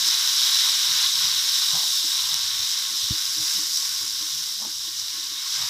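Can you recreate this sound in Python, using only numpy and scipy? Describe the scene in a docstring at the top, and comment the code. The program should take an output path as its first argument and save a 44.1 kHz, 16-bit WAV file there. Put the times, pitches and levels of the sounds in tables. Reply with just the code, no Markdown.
"""Wet batter sizzles in hot oil on a flat pan in a small kitchen: thousands of steam bubbles burst each
second, some ring briefly, a few spit. The frying flares early on, and handling the spoon and batter
brings low rubs, wet clicks and nudges to the pan. At 3.1 s something is set down with a dull thump.
The sizzle slowly eases until, near 5.5 s, fresh batter revives it."""
import sys
import numpy as np
from scipy import signal
from scipy.fft import rfft, irfft
from scipy.io import wavfile
from scipy.ndimage import uniform_filter1d

SR = 44100
rng = np.random.default_rng(int(sys.argv[2]) if len(sys.argv) > 2 else 0)


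def wav_record(signal):
    """Record a signal, one row per channel, as 16-bit PCM in the file named by sys.argv[1]."""
    frames = np.transpose(np.atleast_2d(signal))
    bounded = np.clip(frames, -1, 1)
    # unit amplitude maps onto the largest positive 16-bit level
    quanta = np.round(bounded * 32767).astype(np.int16)
    wavfile.write(sys.argv[1], SR, quanta)


N = 250929

# slow arc of the hot oil's hiss, the wet batter's fizz and the low sputter:
# time_s, hiss_db, fizz_db, sputter_db
FRY_ARC = [(0, -24.5, -28.5, -36.5), (0.6, -24, -25.5, -37.5), (1.3, -24.5, -26.5, -38.0),
           (2.05, -25, -28.5, -42), (2.45, -27.0, -29, -39.5), (3.1, -27.5, -30.5, -42.0),
           (3.5, -25.5, -33.5, -43), (4.15, -28.5, -34.5, -46.5), (4.75, -30.5, -35.5, -48.5),
           (5.38, -30.5, -33.5, -45), (5.69, -28.5, -34.5, -41.5)]
# flares as batter meets hot oil: centre_s, length_s, hiss_rise_db, fizz_rise_db
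FLARES = [(.076, .03, 3, 1), (.44, .16, 1, 2), (1.02, .13, 0, 2.5), (2.71, .12, 1.2, 0),
          (3.04, .08, .5, 1.8), (3.757, .06, 2.2, 0), (4.99, .07, 2.6, 0), (5.56, .17, 3.3, 4.3)]


def frying_levels(waver_per_s=11):
    """Faders in dB for hiss, fizz, sputter and fine spray: a slow arc, brief flares, a slight waver."""
    hiss_db, fizz_db, sputter_db = curves(FRY_ARC)
    hiss_rise_db = sum(db * bell(s, length) for s, length, db, _ in FLARES)
    fizz_rise_db = sum(db * bell(s, length) for s, length, _, db in FLARES)
    waver_db = 0.34 * walk(waver_per_s)
    spray_db = hiss_db - 10.5 + 0.33 * hiss_rise_db + waver_db
    hiss_db += hiss_rise_db + waver_db
    fizz_db += fizz_rise_db + waver_db - 0.1 * walk(waver_per_s)
    sputter_db += 0.42 * fizz_rise_db + waver_db + 1.13 * walk(waver_per_s)
    return hiss_db, fizz_db, sputter_db, spray_db


# tone of one bursting bubble: freq_hz, gain_db
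BURST_EQ = [(300, -35), (520, -38.5), (740, -35), (950, -19.5), (1300, -18.5), (2500, -14), (3300, -4.5),
            (4400, -3.5), (5400, 4.5), (6700, -6), (8000, -10.5), (9300, -23.5), (12500, -25.5),
            (15500, -24)]
# resonances of the pan and its surroundings, added on top of that tone: centre_hz, width_hz, added_db
PAN_PEAKS = [(1015, 5, -8), (1092, 24, 5), (1374, 16, -1), (1493, 14.6, 6.5), (1608, 70, 1.5),
             (1660, 13, -31), (1893, 8.5, -1), (2107, 18, -3.5), (2010, 16, -21), (3170, 6.1, -19),
             (3725, 340, 3), (3965, 133, 1), (4880, 35, -16), (4850, 1200, -23.5), (9980, 190, -2.5),
             (10720, 270, 0), (12450, 1300, 0.5)]


def sizzle(hiss_db, fizz_db, sputter_db, spray_db):
    """Crackle and ringing bubbles over a bed of steam; gentler frying has fewer bursts."""
    vigour = amp(hiss_db - hiss_db.mean())
    crackle = unit(bursts(per_s=2600 * vigour, spread_db=3))
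    pings = bubbles(per_s=2400 * vigour, low_hz=3366, high_hz=8730, cycles=3.8, sizes=16)
    steam = rng.standard_normal(N)
    fry = colour(kitchen_reverb(steam + amp(-4) * crackle + amp(-7.5) * pings), BURST_EQ, PAN_PEAKS)
    # the finest oil droplets tick on their own, high in the treble
    ticks = bubbles(per_s=5000 * vigour, low_hz=7750, high_hz=15700, cycles=0.85, sizes=10)
    ticks = colour(ticks, BURST_EQ, PAN_PEAKS)
    sputter = amp(sputter_db) * band(fry, 250, 2800)
    fizz = amp(fizz_db) * band(fry, 2800, 4400)
    hiss = amp(hiss_db) * band(fry, 4400, 8500)
    spray = amp(spray_db) * band(fry + .4 * ticks, 8500, 16000)
    return sputter + fizz + hiss + spray


def bubbles(per_s, low_hz, high_hz, cycles, sizes, spread_db=3.5):
    """Burst bubbles ring as open cavities, each size at its own pitch, falling to 1/e in `cycles`."""
    t = np.arange(SR // 50) / SR
    out = np.zeros(N)
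    for hz in np.linspace(low_hz, high_hz, sizes):
        ping = unit(np.sin(2 * np.pi * hz * t) * np.exp(-hz * t / cycles))
        out += signal.oaconvolve(bursts(per_s / sizes, spread_db), ping)[:N]
    return unit(out)


# featured oil spits: start_s, peak_db
BIG_SPITS = [(.081, -11), (.545, -9), (1.028, -10), (1.578, -11), (2.3427, -5), (3.538, -12), (3.758, -11),
             (3.773, -10), (3.855, -12), (4.053, -14), (4.597, -18), (4.996, -16)]


def spits(hiss_db, spatter_s=.0007):
    """An oil droplet bursts with a snap and about a millisecond of spatter."""
    out, t = np.zeros(N), np.arange(SR // 40) / SR
    snap = response(BURST_EQ, PAN_PEAKS)
    for start_s, peak_db in list(BIG_SPITS) + small_spits(hiss_db):
        push = .2 * rng.standard_normal(len(t)) * np.exp(-t / spatter_s)
        push[0] += 1
        # a spit bursts in the open, so it snaps brighter than bubbles under the batter
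        bright_push = np.diff(push, prepend=0)
        place(out, start_s, peak_db, signal.fftconvolve(bright_push, snap)[:len(t)])
    return out


def small_spits(hiss_db, per_s=4, over_hiss_db=9, spread_db=1.2):
    """Cues (start_s, peak_db) for random small spits, as strong as the oil is lively."""
    starts = np.flatnonzero(rng.random(N) < per_s / SR)
    peak_db = hiss_db + over_hiss_db + spread_db * rng.standard_normal(N)
    return list(zip(starts / SR, peak_db[starts]))


# short low rubs and wet clicks of handling: centre_s, length_s, rub_db, rub_pitch_hz, smear_db
HANDLING_CUES = [(0.035, 0.1, -57, 171, -75), (0.92, 0.08, -53.5, 141, -64), (1.26, 0.28, -54, 145, -76),
                 (1.757, 0.04, -41.5, 152, -43), (1.79, 0.17, -59, 192, -43), (2.33, 0.093, -53, 140, -52),
                 (2.597, 0.2, -54, 104, -60), (3.037, 0.039, -50, 108.7, -72),
                 (3.405, 0.053, -47, 121.6, -53), (3.567, 0.04, -49, 208, -76),
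                 (4.642, 0.078, -50, 217, -43), (4.37, 0.095, -55, 130, -71),
                 (5.615, 0.1, -51, 131.3, -47.5)]
# tone of the smeared batter's wet clicks: freq_hz, gain_db
SMEAR_EQ = [(200, -22), (400, 9), (620, 16), (830, 23.5), (1200, 22), (2000, -53)]


def spoon_and_batter(rub_width_hz=90, smear_left_db=-3):
    """Short low rubs, and wet clicks a little to the right, as the spoon and batter are handled."""
    clicks = colour(bursts(per_s=3700, spread_db=5), SMEAR_EQ)
    rub = sum(swell(resonance(hz, rub_width_hz), s, length, db) for s, length, db, hz, _ in HANDLING_CUES)
    smear = sum(swell(clicks, s, length, db) for s, length, _, _, db in HANDLING_CUES)
    # a faint low rub from the handling comes and goes throughout
    light_rub = resonance(hz=92, width_hz=rub_width_hz) * amp(-68.5 + 5.5 * walk(per_s=4.7))
    return rub + light_rub + smear * amp([[smear_left_db], [0]])


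# soft nudges from handling the spoon and batter: start_s, peak_db, push_s
PAN_NUDGES = [(.03, -49, 0.045), (2.028, -41, 0.035), (2.67, -51, .04), (2.904, -48, .035),
              (3.104, -37.5, 0.0145), (3.344, -42, 0.086), (3.568, -41, 0.053), (4.006, -45.5, 0.057),
              (4.202, -45, 0.027), (4.653, -41.5, 0.033), (4.852, -45.5, 0.053), (5.119, -46.5, 0.11),
              (5.3, -48.5, 0.037)]
# modes of the pan on the hob: pitch_hz, level_db, t60_s
PAN_RING = [(315, 18, 0.19), (350, -42, 0.038), (218, 0, 0.096)]


def pan_nudges():
    """Soft rubbing pushes ring the pan's low modes."""
    out, pan = np.zeros(N), ring(PAN_RING)
    for start_s, peak_db, push_s in PAN_NUDGES:
        envelope = signal.windows.tukey(int(push_s * SR))
        push = envelope * rng.standard_normal(len(envelope))
        place(out, start_s, peak_db, signal.fftconvolve(push, pan))
    return out


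# modes of the worktop: pitch_hz, level_db, t60_s
WORKTOP_RING = [(70, -5.5, 0.077), (118, -0.5, 0.049), (198, -6, .028), (246, -7, 0.037)]


def thump(start_s=3.1055, peak_db=-19, contact_s=0.0061):
    """Something is set down: one padded blow shakes the worktop."""
    out = np.zeros(N)
    shake = np.convolve(ring(WORKTOP_RING), np.hanning(int(contact_s * SR)))
    # the worktop radiates as it accelerates, so the deepest bass is weak
    place(out, start_s, peak_db, -np.diff(shake))
    return out


def rim(sputter_db, level_db=-59.5, follow=0.71, waver_db=6):
    """The sputter keeps the pan's rim singing faintly, in random swells."""
    drive_db = follow * (sputter_db - sputter_db.mean())
    return resonance(hz=1091, width_hz=190) * amp(level_db + drive_db + waver_db * walk(per_s=10))


# tone of the dull crackle: freq_hz, gain_db
DULL_CRACKLE_EQ = [(100, -25), (250, -5), (500, -21), (750, 6.5), (950, 26), (1300, 24.5), (2000, 3),
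                   (3500, -41), (8000, -44)]


def dull_crackle(sputter_db):
    """A dull midrange crackle, mostly on the right, following the sputter's level."""
    crackle = colour(bursts(per_s=4600, spread_db=5.5), DULL_CRACKLE_EQ)
    level_db = sputter_db - 7 + 3.4 * walk(per_s=17)
    return np.array([[.1], [1]]) * crackle * amp(level_db)


def kitchen_reverb(x, wet_db=-14, t60_s=.12, predelay_s=.002):
    """Close tiles and cupboards return a short diffuse tail."""
    t = np.arange(SR // 4) / SR
    tail = rng.standard_normal(len(t)) * np.exp(-np.log(1000) * t / t60_s) * (t > predelay_s)
    return x + amp(wet_db) * signal.fftconvolve(x, tail / np.linalg.norm(tail))[:N]


# tone of the kitchen background: freq_hz, gain_db
ROOM_EQ = [(20, -18), (45, 3), (80, 1), (130, -2.5), (220, 0), (320, -1), (480, -10), (1000, -26),
           (4000, -28)]


def room_tone(level_db=-62.5):
    """A quiet, wavering rumble, with a fainter diffuse layer that differs between left and right."""
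    centre = colour(rng.standard_normal(N), ROOM_EQ) * amp(level_db + 0.99 * walk(per_s=11))
    diffuse = colour(rng.standard_normal(N), ROOM_EQ) * amp(level_db - 17.5)
    return centre + np.array([[-1], [1]]) * diffuse


def amp(db):
    """Decibels to gain."""
    return 10 ** (np.asarray(db) / 20)


def unit(x):
    """Scale to rms 1."""
    return x / np.sqrt(np.mean(x ** 2))


def place(out, start_s, peak_db, sound):
    """Mix in a one-shot at a given peak level."""
    i = int(start_s * SR)
    out[i:i + len(sound)] += amp(peak_db) * sound[:N - i] / np.abs(sound).max()


def bursts(per_s, spread_db):
    """Random clicks: many small, a few large."""
    size = amp(spread_db * np.minimum(rng.exponential(size=N), 4.6))
    return (rng.random(N) < per_s / SR) * size * rng.choice([-1, 1], N)


def ring(modes):
    """Free decay of a set of modes."""
    t = np.arange(SR // 2) / SR
    return sum(amp(db) * np.sin(2 * np.pi * hz * t) * np.exp(-np.log(1000) * t / t60_s)
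               for hz, db, t60_s in modes)


def resonance(hz, width_hz):
    """A randomly driven resonance: a tone of wandering strength and phase; rms 1."""
    phase = 2 * np.pi * hz * np.arange(N) / SR
    return unit(walk(width_hz) * np.cos(phase) + walk(width_hz) * np.sin(phase))


def response(eq, peaks=(), size=4096):
    """Impulse response of an EQ curve with resonant peaks on top."""
    freq_hz = np.arange(size // 2 + 1) * SR / size + 1
    hz, db = np.transpose(eq)
    gain = amp(np.interp(np.log(freq_hz), np.log(hz), db))
    for centre_hz, width_hz, added_db in peaks:
        gain *= 1 + amp(added_db) / (1 + (2 * (freq_hz - centre_hz) / width_hz) ** 2)
    # minimum phase keeps attacks sharp, with no ringing ahead of them
    cepstrum = irfft(np.log(gain))
    cepstrum[1:size // 2] *= 2
    cepstrum[size // 2 + 1:] = 0
    return irfft(np.exp(rfft(cepstrum)))


def colour(x, eq, peaks=()):
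    """Pass a sound through an EQ curve and its peaks; rms 1."""
    return unit(signal.fftconvolve(x, response(eq, peaks))[:len(x)])


def band(x, low_hz, high_hz):
    """One band of a sound, without delay; rms 1."""
    sos = signal.butter(6, [low_hz, high_hz], "band", fs=SR, output="sos")
    return unit(signal.sosfiltfilt(sos, x, padtype="even", padlen=SR // 10))


def curves(table):
    """Breakpoint rows to fader curves, one for each column after the time."""
    time_s, *columns = np.transpose(table)
    return [np.interp(np.arange(N) / SR, time_s, column) for column in columns]


def walk(per_s):
    """Random drift that glides to a new value per_s times a second; rms 1."""
    hold = int(SR / per_s)
    steps = np.repeat(rng.standard_normal(N // hold + 1), hold)
    return unit(uniform_filter1d(steps, hold)[:N])


def bell(centre_s, length_s):
    """A smooth rise and fall, 1 at its centre."""
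    return np.exp(-(2 * (np.arange(N) / SR - centre_s) / length_s) ** 2)


def swell(x, centre_s, length_s, level_db):
    """Fade a steady sound in and out, reaching level_db at the centre."""
    shape = bell(centre_s, length_s)
    local_rms = np.sqrt(np.average(x ** 2, weights=shape ** 2 + 1e-12))
    return amp(level_db) * shape * x / local_rms


def scene():
    """The pan straight ahead, a dull crackle mostly on the right, a quiet room."""
    hiss_db, fizz_db, sputter_db, spray_db = frying_levels()
    frying = sizzle(hiss_db, fizz_db, sputter_db, spray_db) + spits(hiss_db) + rim(sputter_db)
    handling = pan_nudges() + thump() + spoon_and_batter()
    return frying + handling + dull_crackle(sputter_db) + room_tone()


def record(dry, low_cut_hz=50, high_cut_hz=15500):
    """Master EQ: thin the deepest bass and cut the top steeply."""
    thinned = signal.sosfilt(signal.butter(2, low_cut_hz, "high", fs=SR, output="sos"), dry)
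    return signal.sosfilt(signal.ellip(12, .1, 80, high_cut_hz, fs=SR, output="sos"), thinned)


dry = scene()
out = record(dry)
wav_record(out)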